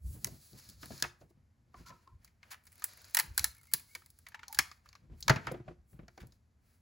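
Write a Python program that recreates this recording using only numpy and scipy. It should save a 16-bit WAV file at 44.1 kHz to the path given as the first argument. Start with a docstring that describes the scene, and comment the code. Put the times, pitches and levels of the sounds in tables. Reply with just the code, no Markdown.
"""Sticky tape at a desk

Close up, tape is pressed on paper, peeled from a plastic dispenser in slips and torn off. Each slip of
the glue cracks, flutters the taut film and rings the shell; fingers rub and the roll creaks on its hub.
Hands and dispenser knock the wooden desk, which rumbles, and a small room answers."""
import sys
import numpy as np
from scipy import signal
from scipy.fft import rfft, irfft, next_fast_len
from scipy.io import wavfile
from scipy.ndimage import uniform_filter1d, map_coordinates

SR = 44100
rng = np.random.default_rng(int(sys.argv[2]) if len(sys.argv) > 2 else 0)


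def persist_wave(psi):
    """Save psi, clipped to +-1, as 16-bit WAV."""
    counts = np.round(np.clip(psi, -1, 1) * 32767).astype(np.int16)
    wavfile.write(sys.argv[1], SR, np.atleast_2d(counts).T)


N = 300321

# Tone curves: freq_hz, gain_db
ROOM_TONE_EQ = [(18, -38.5), (30, -4.5), (88, 4), (170, -10), (223, -8), (322, -20), (2190, -28.5),
                (3530, -42), (4440, -37), (7000, -52.5), (9100, -68), (15400, -120)]
HISS_EQ = [(2000, -3.5), (6000, 1.5), (13000, -2.5), (14500, -12), (17000, -17.5)]  # faint steady hiss, dulled above 14 kHz
MIC_EQ = [(20, -12.5), (40, -3), (60, 3), (12000, -2), (15800, -6), (16100, -20), (17000, -17)]
# Decay of the room: freq_hz, t60_s
ROOM_DECAY = [(150, 0.15), (1000, 0.41), (5000, 0.24), (14000, 0.19)]
# How alike left and right are: freq_hz, correlation
STEREO_LIKENESS = [(60, 1), (200, 0.89), (500, 0.66), (1200, 0.23), (3000, .85), (6000, 0.94), (16000, 1)]
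# Balance of the two mic ports: freq_hz, left_over_right_db
PORT_BALANCE = [(100, 0.5), (2000, 0.5), (5500, 1.5), (7000, 0)]
# Phase between the ports: freq_hz, right_lead_turns
PORT_LEAD = [(7000, 0), (9050, .5), (11200, 1), (13500, 1.5), (15300, 2)]

# Resonances: centre_hz, width_hz, gain_db
DESK_FRAME_MODES = [(45.8, 38, -3), (64.6, 63, -3.5)]
DESK_LOW_MODES = [(97, 10, 0), (131, 48, 15.5), (176, 280, -11.5)]
DESK_TOP_MODES = [(248, 5.7, -14), (354.3, 10, 3), (510, 660, -6), (740.3, 160, -2.5)]
SHELL_MODES = [(935, 150, -2), (1250, 250, -0.5), (1703, 360, 0.5), (2270, 420, 2.5), (2590, 1500, -4.5)]  # the dispenser
FILM_MODES = [(4480, 2200, -17), (4320, 1230, 10), (5156, 1700, 11), (6050, 1290, 9), (7053, 920, 3)]  # the taut tape
GLUE_MODES = [(8880, 2200, -5), (9770, 1800, -1), (11800, 3400, -1.5), (12540, 3000, -4.5),
              (15630, 2500, -6)]  # parting glue threads, the treble

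# Cue levels are faders: each layer adds its own trim. Where a row has level_db, its thud, shell,
# click and glue levels ride on it.
# Arms and hands jolting the desk: start_s, frame_db, top_db
JOLTS = [(0.062, -35, -62.5), (0.108, -37, -68), (0.162, -48.5, -45.5), (0.261, -53, -42.5),
         (0.328, -53, -45.5), (0.552, -66.5, -48.5), (0.698, -70, -52.5), (0.78, -52, -67),
         (0.85, -61.5, -47), (0.93, -59, -42.5), (1.06, -54.5, -51), (1.23, -78.5, -56), (1.38, -62, -61),
         (1.691, -67, -64), (1.8, -49, -50.5), (1.911, -63.5, -53), (2.14, -49, -82), (3.251, -66.5, -53),
         (3.31, -41.5, -65.5), (3.41, -44, -55), (3.47, -51.5, -68), (3.75, -69, -55.5), (4.59, -51, -56),
         (4.741, -85, -84), (4.89, -62, -75), (5.041, -68, -55.5), (5.128, -43.5, -48.5),
         (5.22, -53.5, -78), (5.312, -41.5, -31.5), (5.399, -58.5, -42.5), (5.482, -52, -39.5),
         (5.571, -56, -45.5), (5.69, -54.5, -44.5), (5.8, -56, -67.5), (5.95, -55.5, -55),
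         (6.02, -52.5, -53), (6.238, -49.5, -46.5)]
# Hands and dispenser hitting the desk: start_s, level_db, pitch_hz, thud_db, shell_db, click_db, t60_s
KNOCKS = [(0.271, -46.5, 377, -9, -28, -10, 0.079), (0.531, -55, 336, -4, -27, 6, 0.017),
          (0.829, -45.5, 300, -28, 5.5, -2, 0.062), (0.905, -42, 666, 0, -25, -25, 0.054),
          (1.024, -38.5, 270, -10.5, -10.5, -5, 0.038), (1.038, -43, 1110, -9, 15.5, -10, 0.075),
          (1.211, -55, 343, -21.5, -32, -17.5, 0.11), (1.307, -56, 350, -19, -17, -26, 0.027),
          (1.742, -45, 1165, -19.5, -2.5, -16, 0.026), (1.808, -60, 360, 5, -20, -6, 0.033),
          (1.902, -50.5, 1036, -12, -1, -9, 0.086), (2.075, -50, 1070, -17.5, -5, -7, 0.017),
          (3.737, -52, 480, -4, -19.5, -31.5, 0.03), (3.953, -56, 500, -25, -4, -32, 0.045),
          (4.589, -45, 300, -1.5, -19.5, -30.5, 0.03), (5.097, -57, 318, 0.5, -19.5, -29.5, 0.024),
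          (5.28, -30.5, 1080, -41, 14.5, 12.5, 0.037), (5.295, -21, 990, -1, 7.5, 1.5, 0.078),
          (5.359, -42.5, 390, 4.5, 10.5, -0.5, 0.096), (5.469, -44.5, 490, 0.5, 19.5, 8, 0.034),
          (5.477, -43.5, 380, 3.5, 10, -10, 0.09), (5.514, -30.5, 507, -12.5, -30, -19, 0.035),
          (5.541, -35, 354, -17, -19, -34.5, 0.05), (5.6, -41.5, 334, -10.5, -31, -28, 0.016),
          (5.679, -38.5, 637, -36, -10, -38.5, 0.059), (5.71, -47, 340, -10.5, -34.5, -37.5, 0.039),
          (5.929, -63.5, 364, 8, -4.5, -7, 0.045), (5.99, -48, 330, -2, -5, -39, 0.051),
          (6.03, -57, 335, 0.5, -13, -37, 0.043), (6.081, -52.5, 680, -10.5, 4.5, 1.5, 0.04),
          (6.176, -47, 772, -12.5, -2.5, -6, 0.06), (6.228, -51, 311, 2, -7, -9, 0.039),
          (6.321, -77.5, 345.6, -4, 5.5, 19, 0.069)]
# Swells of friction hiss, both finger slides and the hissing tails after loud snaps and knocks:
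# start_s, length_s, hiss_db, scrape_db, treble_db
FRICTION_SWELLS = [(0.078, 0.071, -70, -78.5, -51.5), (0.222, .3, -67.5, -77, -59.5),
                   (0.563, 0.17, -65.5, -73, -63), (0.828, 0.083, -60, -72, -56.5),
                   (0.949, 0.054, -58.5, -65, -56.5), (1.206, 0.028, -85, -92.5, -74.5),
                   (1.766, 0.18, -73, -72.5, -72), (2.03, 0.049, -81.5, -77, -77.5),
                   (2.222, 0.053, -83, -78, -78), (2.456, 0.096, -79.5, -70, -74.5),
                   (2.659, 0.1, -78, -77.5, -68), (2.793, 0.47, -64, -67.5, -65.5),
                   (3.38, 0.099, -60.5, -65, -63), (3.546, 0.2, -76.5, -95.5, -69.5),
                   (3.73, 0.091, -66.5, -76, -60.5), (3.901, 0.067, -70, -77.5, -60),
                   (4.038, 0.22, -80, -88, -74), (4.283, 0.039, -74.5, -72.5, -103),
                   (4.433, 0.058, -75.5, -71, -86.5), (4.532, 0.15, -64.5, -74.5, -62),
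                   (4.864, 0.11, -79, -74.5, -78.5), (5.193, 0.2, -76, -78, -68),
                   (5.306, 0.15, -70, -65, -82), (5.453, 0.066, -81.5, -58.5, -76),
                   (5.665, .04, -82.5, -85.5, -95.5), (5.892, 0.038, -102.5, -98, -73),
                   (5.971, 0.035, -103, -84.5, -89), (6.102, 0.24, -83.5, -86, -80),
                   (6.666, 0.082, -82, -80.5, -72.5)]
# The roll on its hub: start_s, length_s, first_pitch_hz, last_pitch_hz, lower_band_db, upper_band_db
CREAKS = [(1.748, 0.026, 1059, 1040, -65, -69.5), (1.865, 0.068, 1030, 987, -60.5, -60),
          (2.075, 0.016, 990, 976, -65.5, -77), (3.556, 0.02, 2260, 2180, -71, -86),
          (3.68, .06, 2130, 2204, -72, -88), (3.787, 0.023, 2166, 2134, -74, -91),
          (3.888, .055, 2145, 2256, -70.5, -95), (4.35, .04, 916, 929, -66, -77),
          (4.48, 0.13, 855, 872, -65, -88)]
# Short, dense rips and scuffs: start_s, level_db, shell_db, glue_db, length_s
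RIPS = [(0.5715, -47.5, -9.5, -8.5, 0.027), (0.6846, -48.5, -35, -7, 0.016), (1.2, -62.5, -25, -23, 0.015),
        (1.291, -68, -12, -6.5, 0.013), (1.856, -49.5, -7, -16, 0.0384), (2.091, -86, 2.5, -11.5, 0.018),
        (2.504, -40.5, -3, -7.5, 0.024), (2.5165, -60, 13, -3.5, 0.028), (6.1977, -57.5, 6, -9.5, 0.0202)]
# Tape letting go: start_s, level_db, shell_db, pitch_hz, glue_db, crack_over_flutter_db
SNAPS = [(0.2452, -21, -20, 1970, 4.5, 34), (0.2694, -41.5, -11, 2010, 1, 8.5),
         (0.8572, -48, -8, 1690, 7, 14.5), (0.9193, -51, -4.5, 1660, -8, 5),
         (0.9785, -46.5, -19.5, 1680, -3, 14), (0.9998, -49.5, -8, 1620, -1.5, 5.5),
         (1.0238, -15, -16, 1690, -7, 19), (2.2214, -79, -2.5, 2190, -5, 8),
         (2.2455, -51.5, -14.5, 1230, 2.5, 6.5), (2.2761, -64.5, 0.5, 2140, -10.5, 1.5),
         (2.4295, -52.5, 2, 2166, -20, 22.5), (2.6713, -60.5, 1, 1720, -10, -5.5),
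         (2.821, -42, -3.5, 1240, -5.5, 14), (2.841, -37, -4.5, 1660, 17, 10.5),
         (3.0433, -52, -8.5, 1600, -7.5, 2.5), (3.147, -22.5, -9.5, 1880, 7, 11),
         (3.1694, -19, -4, 1840, 1.5, 11.5), (3.1886, -29, 3, 2050, 8.2, 5.5),
         (3.1975, -25, -1.5, 1800, 5.5, 7), (3.3776, -20.5, -8.5, 1590, 3, 9.5),
         (3.3933, -23, -13.5, 2290, -1, 14), (3.4426, -18, -14, 1800, 6, 16),
         (3.7363, -19, -13.5, 1800, 7, 11), (3.95, -42.5, 4, 2270, -0.5, 0.5),
         (4.0195, -65.5, 6, 1290, 1.5, 10), (4.0607, -56.5, -8, 2060, 7.5, 11),
         (4.1021, -61.5, -27.5, 1770, 8.5, 3.5), (4.1881, -61.5, -8, 1630, 12, 13),
         (4.2652, -56.5, 12, 1970, -7, -1.5), (4.2858, -52.5, -6, 1723, 6, 10.5),
         (4.3192, -72.5, 17, 1710, 4, 6), (4.344, -57.5, 19.5, 1725, -19, 27),
         (4.3922, -61, 12.5, 2130, -19.5, 7), (4.4312, -50, 6.5, 1420, -20, 13),
         (4.481, -37.5, -21, 1009, -5.5, 12.5), (4.5266, -42.5, -7, 2230, 9, 9),
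         (4.5456, -41, -7.5, 1690, 1.5, 1), (4.5719, -53.5, 6, 1580, -18.5, 16.5),
         (4.5882, -14, -4, 1675, -3, 9), (4.605, -42.5, -5.5, 1595, -1, 1.5),
         (4.7143, -44.5, -3.5, 1206, -17.5, 12.5), (4.858, -61.5, 5.5, 1195, -5.5, 9.5),
         (4.889, -49.5, -15.5, 1104, -8, 11), (4.9288, -52, -5.5, 2280, -12, 13.5),
         (4.9522, -49, -3, 1148, -19, 9), (5.2052, -56.5, -12, 1980, 11, 2.5),
         (5.226, -34, -32.5, 2050, -15.5, 6), (5.519, -55.5, -20, 2000, 9.5, 8.5),
         (6.27, -69, -15, 2000, 14.5, 9.5)]

FRICTION_SLOPES_DB_S = 350.5, 174  # rise, fall
PEEL_START_S, PEEL_END_S = 2.62, 3.8


def amp(db):
    """Gain of a level in dB."""
    return 10 ** (np.asarray(db) / 20)


def unit(x):
    """x at rms 1."""
    return x / np.sqrt(np.mean(x ** 2) + 1e-20)


def along(points, hz):
    """Read a (freq_hz, value) curve on a log frequency axis."""
    freqs, values = np.transpose(points)
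    return np.interp(np.log(hz + 1), np.log(freqs + 1), values)


def noise():
    """Two unrelated white noises."""
    return rng.standard_normal((2, N))


def wobble(rate):
    """A smooth random curve, rate knots a second."""
    coarse = np.arange(0, N + 8, 8)
    knots = rng.standard_normal(int(N * rate / SR) + 4)
    return np.interp(np.arange(N), coarse, map_coordinates(knots, [coarse * rate / SR]))


def filtered(x, response):
    """x through a complex frequency response."""
    size = next_fast_len(N + SR // 2)
    return irfft(rfft(x, size) * response(np.fft.rfftfreq(size, 1 / SR)), size)[..., :N]


def ring(x, *banks):
    """x through resonator banks in series, each scaled so that white noise keeps its rms."""
    def response(hz, modes):
        bank = sum((-1) ** k * amp(db) * 1j * hz * width / (centre ** 2 - hz ** 2 + 1j * hz * width)
                   for k, (centre, width, db) in enumerate(modes))
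        return bank / np.sqrt(np.mean(abs(bank) ** 2))
    return filtered(x, lambda hz: np.prod([response(hz, modes) for modes in banks], axis=0))


def dying(db, t60_s, rise_s):
    """One hit envelope a row: a quick attack, then a steady fall in dB."""
    t = np.arange(SR // 8) / SR
    return (1 - np.exp(-t / rise_s)) * amp(np.c_[db] - 60 * t / np.reshape(t60_s, (-1, 1)))


def swells(start, length, db, rise_db_s, fall_db_s):
    """A fader ride: each cue rises, holds and falls at steady dB rates; overlaps add in power."""
    t = np.arange(0, N + 64, 64) / SR
    before = np.maximum(np.c_[start] - t, 0)
    after = np.maximum(t - np.c_[start + length], 0)
    gains = amp(np.c_[db] - rise_db_s * before - fall_db_s * after)
    return np.interp(np.arange(N) / SR, t, np.linalg.norm(gains, axis=0))


def lay(times, rows):
    """Mix rows of samples onto the timeline at their start times."""
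    where = np.round(times * SR).astype(int)[:, None] + np.arange(rows.shape[1])
    return np.bincount(where.ravel(), rows.ravel(), N + SR)[:N]


def bursts(times, envelopes):
    """Two unrelated noises under each envelope."""
    return np.array([lay(times, envelopes * rng.standard_normal(envelopes.shape)) for _ in range(2)])


def tones(times, hz, envelopes):
    """A sine under each envelope."""
    t = np.arange(envelopes.shape[1]) / SR
    return lay(times, envelopes * np.sin(2 * np.pi * np.c_[hz] * t))


def steadied(x, amount=0.4):
    """Gently compress a narrow noise to even out its chance swells."""
    return unit(x / (uniform_filter1d(abs(x), size=700) + 0.22) ** amount)


def stereo(two):
    """Use two unrelated signals as mid and side, with a width that depends on frequency."""
    def mid_side_gains(hz):
        angle = np.arccos(along(STEREO_LIKENESS, hz)) / 2
        return np.array([np.cos(angle), np.sin(angle)])
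    mid, side = filtered(two, mid_side_gains)
    return np.array([mid + side, mid - side])


def noise_bed(eq, level_db):
    """A steady bed of shaped noise: the air of the room or a faint hiss."""
    return amp(level_db) * unit(filtered(noise(), lambda hz: amp(along(eq, hz))))


def room_reverb(x):
    """Each frequency dies at its own speed; every quarter second meets a fresh tail."""
    step, predelay = SR // 4, 150  # samples
    wet = np.zeros((2, N + 2 * SR))
    for start in range(0, N, step):
        hz, t, spectra = signal.stft(rng.standard_normal((2, SR // 2)), SR, nperseg=256)
        likeness = along(STEREO_LIKENESS, hz)[:, None]
        spectra[1] = likeness * spectra[0] + np.sqrt(1 - likeness ** 2) * spectra[1]
        decay = amp(-60 * t / along(ROOM_DECAY, hz)[:, None])
        tail = signal.istft(spectra * decay, SR, nperseg=256)[1]
        echo = signal.fftconvolve(x[None, start:start + step], tail / np.linalg.norm(tail[0]), axes=1)
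        wet[:, start + predelay:][:, :echo.shape[1]] += echo
    return wet[:, :N]


def desk_rumble(hold_s=0.0098, rise_db_s=453.5):
    """Each jolt shakes the desk's frame and top at their lowest modes."""
    start, frame_db, top_db = np.transpose(JOLTS)
    start = start - hold_s / 2
    frame = steadied(unit(ring(noise(), DESK_FRAME_MODES, DESK_FRAME_MODES)))
    top = steadied(unit(ring(noise(), DESK_LOW_MODES + DESK_TOP_MODES[:2])))
    return (frame * swells(start, hold_s, frame_db - 5.5, rise_db_s, fall_db_s=219)
            + top * swells(start, hold_s, top_db - 8, rise_db_s, fall_db_s=257.5))


def desk_knocks(soft_hz=2600):
    """Blunt blows ring the desk top, exciting little above soft_hz; hard plastic adds shell and click."""
    start, db, _, thud_db, shell_db, click_db, t60 = np.transpose(KNOCKS)
    thud = ring(bursts(start, dying(db + thud_db + 10, t60_s=0.048, rise_s=0.0059)), DESK_LOW_MODES)
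    wood = ring(bursts(start, dying(db + 1.5, 0.99 * t60, rise_s=0.0036)), DESK_TOP_MODES)
    shell = ring(bursts(start, dying(db + shell_db + 0.5, t60, rise_s=0.00089)), SHELL_MODES)
    contact = bursts(start, dying(db + click_db + 0.5, 0.46 * t60, rise_s=0.0004))
    click = ring(contact, FILM_MODES + GLUE_MODES)
    return filtered(thud + wood + shell, lambda hz: 1 / (1 + 1j * hz / soft_hz) ** 2) + click


def knock_tones():
    """The place of the blow picks the pitch that stands out; the strongest desk mode booms under it."""
    start, db, hz, thud_db = np.transpose(KNOCKS)[:4]
    boom_hz = DESK_LOW_MODES[1][0]
    boom = tones(start + 0.0012, boom_hz, dying(db + thud_db + 4.5, t60_s=0.047, rise_s=0.004))
    return tones(start, hz, dying(db - 0.4, t60_s=0.046, rise_s=0.0011)) + boom


def friction_hiss(catches_per_s=60):
    """Uneven noise with tiny catches on top: finger slides and the hissing tails after loud hits."""
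    start, length, hiss_db, scrape_db, treble_db = np.transpose(FRICTION_SWELLS)
    catches = amp(2.3 * rng.exponential(size=N)) * (rng.random(N) < catches_per_s / SR)
    grit = np.convolve(np.minimum(catches, 20), amp(-0.25 * np.arange(200)))[:N]
    grip = amp(2 * wobble(23) + 0.68 * wobble(60)) * (1 + 0.095 * grit)
    layers = (hiss_db, FILM_MODES), (scrape_db, SHELL_MODES + DESK_TOP_MODES[2:]), (treble_db, GLUE_MODES)
    return sum(swells(start, length, db, *FRICTION_SLOPES_DB_S) * unit(ring(grip * noise(), modes))
               for db, modes in layers)


def roll_creaks(upper_ratio=1.33):
    """The roll creaks on its hub: two narrow, fluttering bands of noise on a sliding pitch."""
    start, length, first_hz, last_hz, lower_db, upper_db = np.transpose(CREAKS)
    hz = np.interp(np.arange(N) / SR, np.c_[start, start + length].ravel(), np.c_[first_hz, last_hz].ravel())
    phase = 2 * np.pi * np.cumsum(hz) / SR
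    creaks = np.zeros(N)
    for db, ratio in (lower_db, 1), (upper_db, upper_ratio):
        flutter = amp(2.5 * wobble(40)) * (wobble(150) + 1j * wobble(170))
        band = (np.exp(1j * ratio * phase) * flutter).real
        creaks += band * swells(start, length, db, rise_db_s=1200, fall_db_s=320)
    return creaks


def tape_rips(attack_s=0.0082, fall_db_s=1200):
    """Many glue threads part at once: a rasp that holds, then stops."""
    start, db, shell_db, glue_db, length = np.transpose(RIPS)
    t = np.arange(SR // 8) / SR
    release_db = fall_db_s * np.maximum(t - np.c_[length], 0)
    hold = np.minimum(t / attack_s, 1) * amp(np.c_[db] - 7.5 - release_db)
    rasp = hold * amp(2.8 * wobble(290)[:hold.size].reshape(hold.shape))
    layers = (-3, FILM_MODES), (shell_db + 1, SHELL_MODES), (glue_db + 10.5, GLUE_MODES)
    return sum(ring(bursts(start, amp(np.c_[trim_db]) * rasp), modes) for trim_db, modes in layers)


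def peel_crackle(count=60, scatter_db=1):
    """Cue rows like SNAPS: tiny random snaps while the tape peels, riding on the friction treble."""
    swell_start, length, *_, treble_db = np.transpose(FRICTION_SWELLS)
    friction = swells(swell_start, length, treble_db, *FRICTION_SLOPES_DB_S)
    start, hz = rng.uniform([PEEL_START_S, 1290], [PEEL_END_S, 2480], (count, 2)).T
    db, shell_db, glue_db, crack_db = rng.normal([1.5, -0.5, 12, 9], scatter_db, (count, 4)).T
    friction_db = 20 * np.log10(friction[(start * SR).astype(int)])
    return np.c_[start, friction_db + db, shell_db, hz, glue_db, crack_db]


def snap_tones(snaps):
    """The free length of tape sets the pitch that stands out in each snap."""
    start, db, shell_db, hz = snaps.T[:4]
    return tones(start + 0.00066, hz, dying(db + shell_db + 4, t60_s=0.024, rise_s=0.00021))


def tape_snaps(snaps):
    """Each slip of the glue cracks, then the film flutters and the dispenser shell rings."""
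    start, db, shell_db, _, glue_db, crack_db = snaps.T
    crack = dying(db + 3.5, t60_s=0.0067, rise_s=0.00035)
    flutter = dying(db - crack_db + 5, t60_s=0.03, rise_s=0.0018)
    slip = crack + flutter
    # Film and glue each pass one more, very broad band that trims their skirts.
    film = ring(bursts(start, amp(-2) * slip), FILM_MODES, [(6260, 16000, 0)])
    glue = ring(bursts(start, amp(np.c_[glue_db] + 2.5) * slip), GLUE_MODES, [(11500, 24000, 0)])
    shell = ring(bursts(start, dying(db + shell_db + 0.32, t60_s=0.04425, rise_s=0.0013)), SHELL_MODES)
    return film + glue + shell


def scene():
    """Close hits and their reverb over friction, rumble and room tone; pitched layers sit dead centre."""
    snaps = np.r_[SNAPS, peel_crackle()]
    hits = stereo(tape_snaps(snaps) + tape_rips() + desk_knocks())
    pitched = snap_tones(snaps) + knock_tones() + roll_creaks()
    reverb = amp(-15) * room_reverb(hits.mean(axis=0) + amp(-8) * pitched)
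    background = stereo(friction_hiss() + desk_rumble() + noise_bed(ROOM_TONE_EQ, level_db=-71.5))
    return hits + pitched + reverb + background


def record(dry, cutoff_hz=17030):
    """Add faint hiss, then a phone's two ports (mids lean left, treble leads right) and a top cut."""
    def ports(hz):
        lean = amp(along(PORT_BALANCE, hz) / 2)
        lead = np.exp(1j * np.pi * np.interp(hz, *np.transpose(PORT_LEAD)))
        return amp(along(MIC_EQ, hz)) * np.array([lean / lead, lead / lean]) * (hz < cutoff_hz)
    hiss = stereo(noise_bed(HISS_EQ, level_db=-88))
    return filtered(dry + hiss, ports)


dry = scene()
out = record(dry)
persist_wave(out)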